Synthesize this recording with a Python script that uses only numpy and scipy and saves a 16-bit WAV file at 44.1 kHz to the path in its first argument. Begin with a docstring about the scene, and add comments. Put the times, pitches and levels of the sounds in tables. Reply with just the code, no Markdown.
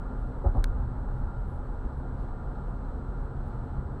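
"""Car cabin on a highway

The road shakes the body into a boom, the tyres roar through the closed cabin and the engine hums.
Front and rear axle thump over a bridge joint, exciting damped modes; a plastic part clicks once,
and the rougher road behind the joint settles. A small dashboard camera adds a faint hiss and a
thin whine, and friction makes its mount squeak."""
import sys
import numpy as np
from scipy import signal
from scipy.fft import rfft, irfft, next_fast_len
from scipy.io import wavfile
from scipy.ndimage import map_coordinates

SR = 44100
rng = np.random.default_rng(int(sys.argv[2]) if len(sys.argv) > 2 else 0)


def dump_mix(stems):
    """Bounce the given channels to the path in sys.argv[1] as a 16-bit WAV at rate SR."""
    frames = np.atleast_2d(stems).T  # one column per channel
    limited = np.clip(frames, -1, 1)  # hard clip at full scale
    pcm = np.round(limited * 32767).astype(np.int16)
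    wavfile.write(sys.argv[1], SR, pcm)


N = 176400
BODY_ATTACK_S = 0.021


def amp(db):
    """Amplitude ratio of a level in decibels."""
    return 10 ** (np.asarray(db) / 20)


def unit(x):
    """Normalisation to rms 1."""
    return x / np.sqrt(np.mean(x ** 2) + 1e-20)


def clock():
    """Time of each sample in seconds."""
    return np.arange(N) / SR


def since(start):
    """Time since start, zero before it."""
    return np.maximum(clock() - start, 0)


def curve(rows):
    """Linear interpolation of (time_s, value) points."""
    return np.interp(clock(), *np.transpose(rows))


def wobble(rate):
    """Smooth random modulation, rate knots a second."""
    return map_coordinates(rng.standard_normal(512), [clock() * rate], mode="wrap")


def filtered(x, response):
    """Linear filtering: the spectrum of x times a frequency response."""
    size = next_fast_len(N + SR // 2)
    return irfft(rfft(x, size) * response(np.fft.rfftfreq(size, 1 / SR)), size)[:N]


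def steep(x, hz, kind, order):
    """Causal, maximally flat high-pass or low-pass."""
    return signal.sosfilt(signal.butter(order, hz, kind, fs=SR, output="sos"), x)


def noise(spectrum):
    """Coloured noise of rms 1, shaped by (frequency_hz, density_db) points."""
    hz, db = np.transpose(spectrum)
    white = rng.standard_normal(N)
    return unit(filtered(white, lambda f: amp(np.interp(np.log(f + 1), np.log(hz + 1), db))))


def narrow(hz, width_hz):
    """Narrow-band noise of rms 1 from one steep resonance."""
    return unit(filtered(rng.standard_normal(N), lambda f: 1 / (1 + 1j * (f - hz) / width_hz) ** 2))


def fade(t, t60_s):
    """Exponential decay, 60 dB in t60_s."""
    return np.exp(-np.log(1000) * t / t60_s)


def ring(modes, t):
    """Free vibration of damped modes struck at t = 0."""
    return sum(amp(db) * np.sin(2 * np.pi * hz * t) * fade(t, t60_s) for hz, db, t60_s in modes)


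def body_boom():
    """Forced vibration: the road shakes the body, the turning wheels throb and the cabin air drones."""
    # spectrum of the boom: frequency_hz, density_db
    boom_spectrum = [(3, -25.5), (10, -10), (16, -5), (28, 1), (41, 1.5), (52, -3.5), (68, -6.5),
                     (84, -3.5), (103, -11.5), (120, -12.5), (135, -16), (160, -37.5), (260, -85.5)]
    # strength of the road shake, wheel throb and cabin drone, each: time_s, level_db
    shake_levels = [(0, -35.5), (.35, -37.5), (.55, -30), (.75, -30), (.95, -33), (1.12, -32), (1.65, -33),
                    (2.0, -36.5), (2.5, -35.3), (3.0, -36), (3.45, -35.5), (3.8, -33.8), (4, -36)]
    throb_levels = [(0, -36), (1, -42), (1.5, -33), (2, -39), (2.55, -36.5), (3, -42), (3.4, -39), (4, -42)]
    drone_levels = [(0, -49), (.6, -44.5), (.9, -39), (1.1, -48), (1.4, -43), (1.8, -51), (2, -39.5),
                    (2.2, -49.5), (2.55, -46.5), (2.9, -52.5), (3.35, -40), (3.7, -47), (4, -42)]
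    throb_hz = 40.2
    phase = 2 * np.pi * throb_hz * clock() + 0.88 * wobble(3.41)
    throb = np.sqrt(2) * np.sin(phase) * amp(curve(throb_levels) + 1.5 * wobble(4.0))
    drone = amp(curve(drone_levels)) * narrow(hz=121.8, width_hz=12.9)
    return amp(curve(shake_levels)) * noise(boom_spectrum) + throb + drone


def tyre_roar():
    """Rolling noise, muffled by the closed cabin, with narrow resonances that swell independently."""
    # spectrum of the rolling noise: frequency_hz, density_db
    roar_spectrum = [(70, -22), (165, 3), (200, -0.5), (250, 1.5), (285, -5.5), (360, -3.5), (425, -8),
                     (520, -6.5), (660, -10.5), (860, -10), (1000, -10), (1110, -15), (1200, -10.5),
                     (1400, -15), (1600, -20), (1780, -25.5), (1900, -32), (2200, -39.5), (2600, -75.5),
                     (4000, -100)]
    # strength of the roar: time_s, level_db
    roar_levels = [(0, -43), (.7, -43), (1.5, -44.5), (2.3, -44), (3, -44), (3.45, -43.5), (4, -43.5)]
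    # tread and cabin resonances: pitch_hz, width_hz, relative_level_db
    resonances = [(237, 14, -17), (398.2, 10, -20.5), (450, 11, -16.5), (721.7, 6.2, -19), (826, 21, -16),
                  (872, 8, -23), (946, 13, -23.5), (1393.4, 23, -17.5)]
    roar = noise(roar_spectrum) * amp(0.51 * wobble(14))
    for hz, width_hz, db in resonances:
        roar += narrow(hz, width_hz) * amp(db + 1.6 * wobble(6.02))
    return amp(curve(roar_levels)) * roar


def bridge_joint():
    """Impact excitation: each axle rings body and panels, and its tread slaps both edges of the joint."""
    # front and rear axle crossing: start_s, thump_db, slap_db
    axles = [(.438, -12, -29), (.546, -12, -30.5)]
    # modes of the body and of the panels, each: pitch_hz, front_gain_db, rear_gain_db, t60_s
    body_modes = [(33.8, -9, -.5, 0.48), (55.6, 3.5, -4.5, .19), (86.9, -2.5, -6, 0.26),
                  (136, -13.5, -12, .16), (172, -23, -10.5, .13)]
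    panel_modes = [(256, -3.5, 7, .12), (372, 0, -11, .12), (558.4, 1, -6, 0.16), (747, -6.5, -4, .16),
                   (830.4, -2.5, -6.5, .15)]
    # spectrum of the tread slap: frequency_hz, density_db
    slap_spectrum = [(100, -11), (250, 2.5), (380, -2.5), (470, -7.5), (580, -3.5), (660, -5), (780, -1.5),
                     (950, -9.5), (1300, -13.5), (1700, -32), (2400, -49), (5000, -71)]
    slap_attack_s, far_edge_delay_s, far_edge_db = 0.0077, 0.019, 1
    out = np.zeros(N)
    for axle, (start_s, thump_db, slap_db) in enumerate(axles):
        t = since(start_s)
        body = [(hz, gains[axle], t60_s) for hz, *gains, t60_s in body_modes]
        panels = [(hz, gains[axle], t60_s) for hz, *gains, t60_s in panel_modes]
        out += amp(thump_db) * ring(body, t) * (1 - np.exp(-(t / BODY_ATTACK_S) ** 2))
        out += amp(slap_db) * ring(panels, t) * (1 - np.exp(-t / slap_attack_s))
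        for delay_s, edge_db in ((0, 0), (far_edge_delay_s, far_edge_db)):
            t = since(start_s + delay_s)
            envelope = (1 - np.exp(-t / slap_attack_s)) * fade(t, t60_s=0.12)
            out += amp(slap_db + edge_db) * noise(slap_spectrum) * envelope
    return out


def road_dips():
    """Damped oscillation: shallow dips in the road push the body softly, without any slap."""
    # dips behind the joint: start_s, level_db
    dips = [(1.06, -21), (1.22, -23)]
    pitch_hz, t60_s = 31, 0.35
    out = np.zeros(N)
    for start_s, db in dips:
        t = since(start_s)
        out += ring([(pitch_hz, db, t60_s)], t) * (1 - np.exp(-(t / BODY_ATTACK_S) ** 2))
    return out


def engine():
    """Periodic firing gives a harmonic series; its balance wavers and drifts as the rate slowly rises."""
    # firing rate: time_s, rate_hz
    firing = [(0, 63.6), (1, 64.67), (2, 65.6), (3, 66.04), (4, 66.83)]
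    # engine orders: firing_multiple, initial_level_db, drift_db_per_s
    orders = [(1, -47, 0.66), (2, -49.5, .9), (3, -59.5, 0.96), (4, -54, -.5)]
    jitter, waver_db = 0.007, 3
    firing_hz = curve(firing) * (1 + jitter * wobble(12))
    phase = 2 * np.pi * np.cumsum(firing_hz) / SR
    hum = np.zeros(N)
    for multiple, db, drift in orders:
        level_db = db + drift * clock() + waver_db * wobble(9)
        hum += np.sqrt(2) * amp(level_db) * np.sin(multiple * phase + rng.uniform(0, 2 * np.pi))
    return hum


def trim_click():
    """Modal ringing: a jolted plastic part cracks and rings once; it is too small to radiate bass."""
    # modes of the part: pitch_hz, gain_db, t60_s
    plastic_modes = [(1540, 3, .009), (1840, -6, 0.0069), (2170, -4, 0.0084), (2720, -12.5, 0.013),
                     (3500, -3.5, 0.0048), (3890, 0, 0.0051), (4210, -6, 0.0064), (4600, -17, 0.017),
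                     (5150, -8, .007), (6000, -2.5, 0.0054), (7130, -6, 0.0051), (8700, -4, 0.0054),
                     (9550, -9, 0.0045), (10900, -8.5, 0.0054), (12550, -8, .004), (14000, -12, .004)]
    start_s, attack_s, gain_db = 0.6417, 0.00018, -26
    t = since(start_s)
    crack = amp(-6) * rng.standard_normal(N) * (t > 0) * fade(t, t60_s=0.003)
    ringing = ring(plastic_modes, t) * (1 - np.exp(-t / attack_s))
    return amp(gain_db) * steep(ringing + crack, hz=1360, kind="highpass", order=8)


def camera_noise():
    """Electronic self-noise: a faint broadband hiss with one narrow peak, and a thin pure-tone whine."""
    # spectrum of the hiss: frequency_hz, density_db
    hiss_spectrum = [(500, -9), (2000, 2.5), (2550, -1.5), (3000, -1.5), (3500, -2), (4100, -2), (4700, -8),
                     (6000, -12), (8500, -14.5), (11500, -20.5), (12500, -20.5), (13000, -31.5),
                     (15000, -33.5)]
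    # strength of the hiss: time_s, level_db
    hiss_levels = [(0, -73.5), (.5, -73), (.58, -71.5), (.67, -74), (1.2, -73), (2.1, -73.5), (2.21, -71),
                   (2.36, -74), (2.6, -72.5), (3.3, -73), (3.48, -71.5), (3.85, -73.5)]
    whine_hz, whine_db = 7880, -84.5
    hiss = noise(hiss_spectrum) + amp(-13) * narrow(hz=4120, width_hz=130)
    whine = np.sqrt(2) * amp(whine_db) * np.sin(2 * np.pi * whine_hz * clock())
    return amp(curve(hiss_levels) + 0.37 * wobble(9.4)) * hiss + whine


def mount_squeaks():
    """Stick-slip friction: the shaken plastic mount gives a very high chatter that swells into squeaks."""
    # squeaks of the camera mount: centre_s, length_s, level_db
    squeaks = [(.2, .04, -86), (.59, 0.046, -82), (1.18, 0.023, -85), (1.5, .06, -82), (1.56, .03, -85),
               (1.983, 0.036, -84), (2.21, .05, -82), (2.7, 0.036, -83), (3.25, 0.034, -88),
               (3.475, .035, -84), (3.55, .02, -84)]
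    chatter_db, chatter_swing_db = -95, 6.5
    slips_per_s, slip_swing_db = 220, 3
    swell = sum(amp(db) * np.exp(-(2 * (clock() - centre_s) / length_s) ** 2)
                for centre_s, length_s, db in squeaks)
    chatter = amp(chatter_db + chatter_swing_db * np.tanh(wobble(35)))
    slips = unit(amp(slip_swing_db * wobble(slips_per_s)))
    return (swell + chatter) * slips * narrow(hz=10500, width_hz=990)


def scene():
    """Superposition of all sources at the windscreen, in one channel."""
    car = body_boom() + tyre_roar() + engine() + bridge_joint() + road_dips() + trim_click()
    return (car + camera_noise() + mount_squeaks())[None]


def record(dry):
    """Band limiting: a steep low-pass removes the highest treble."""
    return steep(dry, hz=15300, kind="lowpass", order=16)


dry = scene()
out = record(dry)
dump_mix(out)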